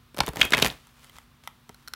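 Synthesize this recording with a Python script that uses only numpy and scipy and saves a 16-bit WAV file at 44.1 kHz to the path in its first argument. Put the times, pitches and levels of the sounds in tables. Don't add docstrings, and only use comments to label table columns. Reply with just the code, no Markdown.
import sys
import numpy as np
from scipy import signal
from scipy.fft import rfft, irfft
from scipy.io import wavfile
from scipy.ndimage import uniform_filter1d

SR = 44100
rng = np.random.default_rng(int(sys.argv[2]) if len(sys.argv) > 2 else 0)


def bounce(signal):
    frames = np.transpose(np.atleast_2d(signal))
    limited = np.clip(frames, -1, 1)
    pcm = np.round(limited * 32767).astype(np.int16)
    wavfile.write(sys.argv[1], SR, pcm)


N = 85995

# frequency in Hz, relative level in dB.
AIR_COLOUR = [(25, -14), (45, 1.5), (190, -11.5), (650, -24.5), (1100, -15.5), (2000, -23), (3500, -22.5),
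              (7000, -33)]
AIR_DB = -59.5
# frequency in Hz, rms level in dB.
HUM_TONES = [(134, -66.5), (240, -68.5)]

# time in seconds, level in dB.
RIFFLE_LEVEL = [(.14, -77.5), (.18, -57), (.22, -50.5), (.26, -51), (.32, -61), (.37, -40.5), (.445, -32.5),
                (.49, -48), (.56, -41.5), (.655, -27.5), (.69, -41), (.73, -44.5), (.8, -80)]
# frequency in Hz, relative level in dB.
RIFFLE_COLOUR = [(40, 4), (130, 7.5), (350, 0.5), (1100, -2.5), (3300, -9), (5500, -12.5), (15000, -21)]
# time in seconds, level in dB.
SLIDE_LEVEL = [(.75, -58.5), (.93, -65.5), (1.035, -55.5), (1.115, -62), (1.16, -54), (1.23, -66),
               (1.425, -102), (1.44, -56), (1.52, -74.5), (1.7, -75), (1.82, -64), (1.92, -80), (1.95, -60)]
# frequency in Hz, relative level in dB.
SLIDE_COLOUR = [(450, -8.5), (1100, -3.5), (3400, -6.5), (5000, -10), (10500, -14), (15000, -17.5)]
SLIPS_PER_S, RIFFLE_SPREAD_DB, SLIDE_SPREAD_DB = 7000, 2.6, 2.3

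# start in seconds, thud level in dB, crack level in dB, edge tick level in dB.
FLICKS = [(0.1453,-40,-47.5,-51.5), (.166,-42,-53,-45), (0.172,-33.5,-38,-43.5), (0.1827,-35.5,-36,-38),
          (.188,-23.5,-31.5,-33.5), (0.2044,-20,-16,-33), (.234,-30,-37.5,-45), (.264,-44,-39.5,-34),
          (0.271,-38.5,-31.5,-41), (0.2798,-22.5,-34.5,-36.5), (.2879,-29,-32.5,-35),
          (0.3337,-36,-45.5,-47.5), (0.3586,-32.5,-41,-37.5), (0.3697,-30,-32.5,-36.5),
          (.3956,-27,-34.5,-41), (0.405,-38.5,-28,-36.5), (0.4133,-34.5,-13,-31), (.429,-34,-21,-38),
          (0.4517,-27.5,-30,-30.5), (0.506,-36,-40.5,-34.5), (.522,-22,-19,-36), (0.5328,-34.5,-21.5,-33.5),
          (0.5368,-23.5,-15,-38.5), (0.5467,-23,-18,-37.5), (0.571,-27,-26.5,-32.5), (0.5793,-24,-20,-32.5),
          (.588,-27,-24.5,-35), (0.5984,-36,-27,-35.5), (0.6211,-39.5,-19.5,-26.5), (.6239,-17.5,-13.5,-26),
          (0.6257,-31,-17.5,-26.5), (0.6465,-21,-22,-27), (.655,-27,-25,-29), (.662,-36,-19,-28),
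          (.672,-42,-29.5,-31.5), (0.6813,-32,-36,-35.5), (1.437,-76,-50.5,-68), (1.696,-40.5,-62,-66)]
# low edge in Hz, high edge in Hz, decay time constant in seconds.
FLICK_PARTS = [(110, 895, 0.0049), (869, 3760, 0.0024), (4350, 13700, 0.00095)]
FLICK_RISE_S = 0.00023

# start in seconds, level in dB.
THUMPS = [(0.202, -28), (0.281, -29), (0.546, -34), (0.658, -33.5), (1.145, -51.5)]
# frequency in Hz, relative level in dB, t60 in seconds.
TABLE_MODES = [(63, 0, .1), (141, -.5, .13)]

# start in seconds, ring level in dB, tilt in dB per octave, edge tick level in dB.
KNOCKS = [(0.8703, -50, -4, -54), (1.0443, -40, 10, -51.5), (1.096, -37, 13, -54), (1.168, -41.5, 1, -63),
          (1.1845, -34, 3.5, -48.5), (1.4744, -22.5, 3.5, -40), (1.6927, -35, 3.5, -48)]
# frequency in Hz, relative level in dB before tilt, t60 in seconds.
STACK_MODES = [(910, -2, .017), (1300, -1, .014), (2040, -5, .019), (3200, -1, .0055)]
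# start in seconds, ring level in dB, tilt in dB per octave, edge tick level in dB.
SNAPS = [(0.2038, -8, 3.5, -42), (1.745, -41, 5.5, -52.5), (1.8760, -29.5, 5.5, -48),
         (1.8818, -29, 1.5, -41.5), (1.9362, -21, 4.5, -37.5)]
# frequency in Hz, relative level in dB before tilt, t60 in seconds.
CARD_MODES = [(1450, 0, .015), (2050, -8, .008), (3050, -6, .0045), (4200, 0, .007), (5420, -5, .006)]
KNOCK_RISE_S, KNOCK_SCATTER_DB = .0008, -16

# start in seconds, length in seconds, start pitch in Hz, end pitch in Hz, level
# in dB.
CLAPS = [(.2040, .0050, 640, 1000, -11), (.4150, .0037, 1300, 4700, -2.5), (.4169, .0052, 3300, 3320, -6.5),
         (.5342, .0026, 1200, 2400, -3), (.5364, .0020, 2900, 3700, -6.5), (.5400, .0054, 1750, 2450, -10),
         (.6266, .0014, 1600, 4400, -5), (.640, .024, 290, 190, -29), (.7010, .0015, 2700, 4700, -19.5)]
CLAP_GRIT_GAIN, CLAP_PEAK_FRACTION = .15, .6
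# frequency in Hz, relative level in dB, t60 in seconds.
RING_MODES = [(2540, -20, .22), (3270, -21, .17)]
RING_DB, RING_REACH_OCT, RING_FADE_DB_PER_S = 6.5, 0.68, 42

# frequency in Hz, t60 in seconds, level in dB.
ROOM = [(99, 0.3, -16.5), (2400, 0.27, -13.5), (5800, 0.3, -20.5), (13900, 0.23, -13)]
ROOM_DELAY_S = .004

CEILING = .96
BAND_EDGE_HZ = 15900


def amp(db):
    return 10 ** (np.asarray(db) / 20)


def unit(x):
    return x / np.sqrt(np.mean(x ** 2) + 1e-20)


def add(mix, start_s, sound):
    part = mix[round(start_s * SR):][:len(sound)]
    part += sound[:len(part)]


def read(points, hz):
    points_hz, value = np.transpose(points)
    return np.interp(np.log(hz + 1), np.log(points_hz), value)


def sine(hz, t, phase=0):
    return np.sin(2 * np.pi * hz * t + phase)


def wander(length, size):
    return unit(uniform_filter1d(rng.standard_normal(length), size=size))


def coloured(x, colour):
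    gain = amp(read(colour, np.fft.rfftfreq(len(x), 1 / SR)))
    return unit(irfft(rfft(x) * gain, len(x)))


def burst(low_hz, high_hz, decay_s):
    t = np.arange(SR // 8) / SR
    envelope = (1 - np.exp(-t / FLICK_RISE_S)) * np.exp(-t / decay_s)
    band = signal.butter(2, [low_hz, high_hz], "band", fs=SR, output="sos")
    puff = signal.sosfilt(band, rng.standard_normal(len(t)) * envelope)
    return unit(puff) * np.sqrt(.003 / t[-1])


def background():
    t = np.arange(N) / SR
    out = amp(AIR_DB) * coloured(rng.standard_normal(N), AIR_COLOUR)
    for hz, db in HUM_TONES:
        out += amp(db) * unit(sine(hz, t, .5 * wander(N, 6000)))
    return out


def friction(level, colour, spread_db):
    happens = rng.random(N) < SLIPS_PER_S / SR
    size_db = spread_db * np.minimum(rng.exponential(1, N), 4)
    slips = happens * rng.standard_normal(N) * amp(size_db)
    level_db = np.interp(np.arange(N) / SR, *np.transpose(level), left=-120)
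    return coloured(slips, colour) * amp(level_db)


def flicks():
    out = np.zeros(N)
    for start_s, *levels_db in FLICKS:
        for db, part in zip(levels_db, FLICK_PARTS):
            add(out, start_s, amp(db) * burst(*part))
    return out


def thumps():
    out, t = np.zeros(N), np.arange(SR // 4) / SR
    ring = sum(amp(db - 60 * t / t60_s) * sine(hz, t) for hz, db, t60_s in TABLE_MODES)
    for start_s, db in THUMPS:
        add(out, start_s, amp(db) * ring)
    return out


def knocks(events, modes):
    out, t = np.zeros(N), np.arange(SR // 8) / SR
    rise = 1 - np.exp(-(t / KNOCK_RISE_S) ** 2)
    for start_s, db, tilt_db_per_oct, tick_db in events:
        ring = np.zeros(len(t))
        for k, (hz, mode_db, t60_s) in enumerate(modes):
            tilted_db = mode_db + tilt_db_per_oct * np.log2(hz / 2000)
            ring += (-1) ** k * amp(tilted_db - 60 * t / t60_s) * sine(hz, t)
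        scatter = amp(KNOCK_SCATTER_DB) * burst(450, 4500, 0.0026)
        tick = amp(tick_db) * burst(*FLICK_PARTS[2])
        add(out, start_s, amp(db) * (ring * rise + scatter) + tick)
    return out


def air_chirp(length_s, start_hz, end_hz):
    u = np.arange(0, 1, 1 / (length_s * SR))
    swell = np.interp(u, [0, CLAP_PEAK_FRACTION, 1], [0, 1, 0])
    glide_hz = start_hz * (end_hz / start_hz) ** u
    chirp = np.sin(2 * np.pi * np.cumsum(glide_hz) / SR)
    return swell * (chirp + CLAP_GRIT_GAIN * wander(len(u), 6))


def claps():
    out, t = np.zeros(N), np.arange(SR // 4) / SR
    first_s = CLAPS[0][0]
    for start_s, length_s, start_hz, end_hz, db in CLAPS:
        add(out, start_s, amp(db) * air_chirp(length_s, start_hz, end_hz))
        ring_db = db + RING_DB - RING_FADE_DB_PER_S * (start_s - first_s)
        centre_hz = np.sqrt(start_hz * end_hz)
        for hz, mode_db, t60_s in RING_MODES:
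            reach = np.exp(-(np.log2(hz / centre_hz) / RING_REACH_OCT) ** 2)
            ring = sine(hz, t, 2.1 * wander(len(t), 900))
            add(out, start_s + length_s / 2, reach * amp(ring_db + mode_db - 60 * t / t60_s) * ring)
    return out


def room(x):
    hz, t, noise = signal.stft(rng.standard_normal(SR // 2), SR, nperseg=256)
    table = np.array(ROOM)
    t60_s = read(table[:, [0, 1]], hz)[:, None]
    db = read(table[:, [0, 2]], hz)[:, None]
    energy_scale = np.sqrt(2 * np.log(1000) / (t60_s * SR))
    tail = signal.istft(noise * amp(db - 60 * t / t60_s) * energy_scale, SR, nperseg=256)[1]
    out = np.zeros(N)
    add(out, ROOM_DELAY_S, signal.fftconvolve(x, tail))
    return out


def scene():
    rubbing = friction(RIFFLE_LEVEL, RIFFLE_COLOUR, RIFFLE_SPREAD_DB)
    sliding = friction(SLIDE_LEVEL, SLIDE_COLOUR, SLIDE_SPREAD_DB)
    struck = flicks() + thumps() + knocks(SNAPS, CARD_MODES) + knocks(KNOCKS, STACK_MODES)
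    cards = rubbing + sliding + struck + claps()
    return (background() + cards + room(cards))[None]


def record(dry):
    bass_cut = signal.butter(4, 36, "high", fs=SR, output="sos")
    heard = np.clip(signal.sosfilt(bass_cut, dry), -CEILING, CEILING)
    band_limit = signal.firwin(511, BAND_EDGE_HZ, window=("kaiser", 9), fs=SR)
    return signal.oaconvolve(heard, band_limit[None], "same")


dry = scene()
out = record(dry)
bounce(out)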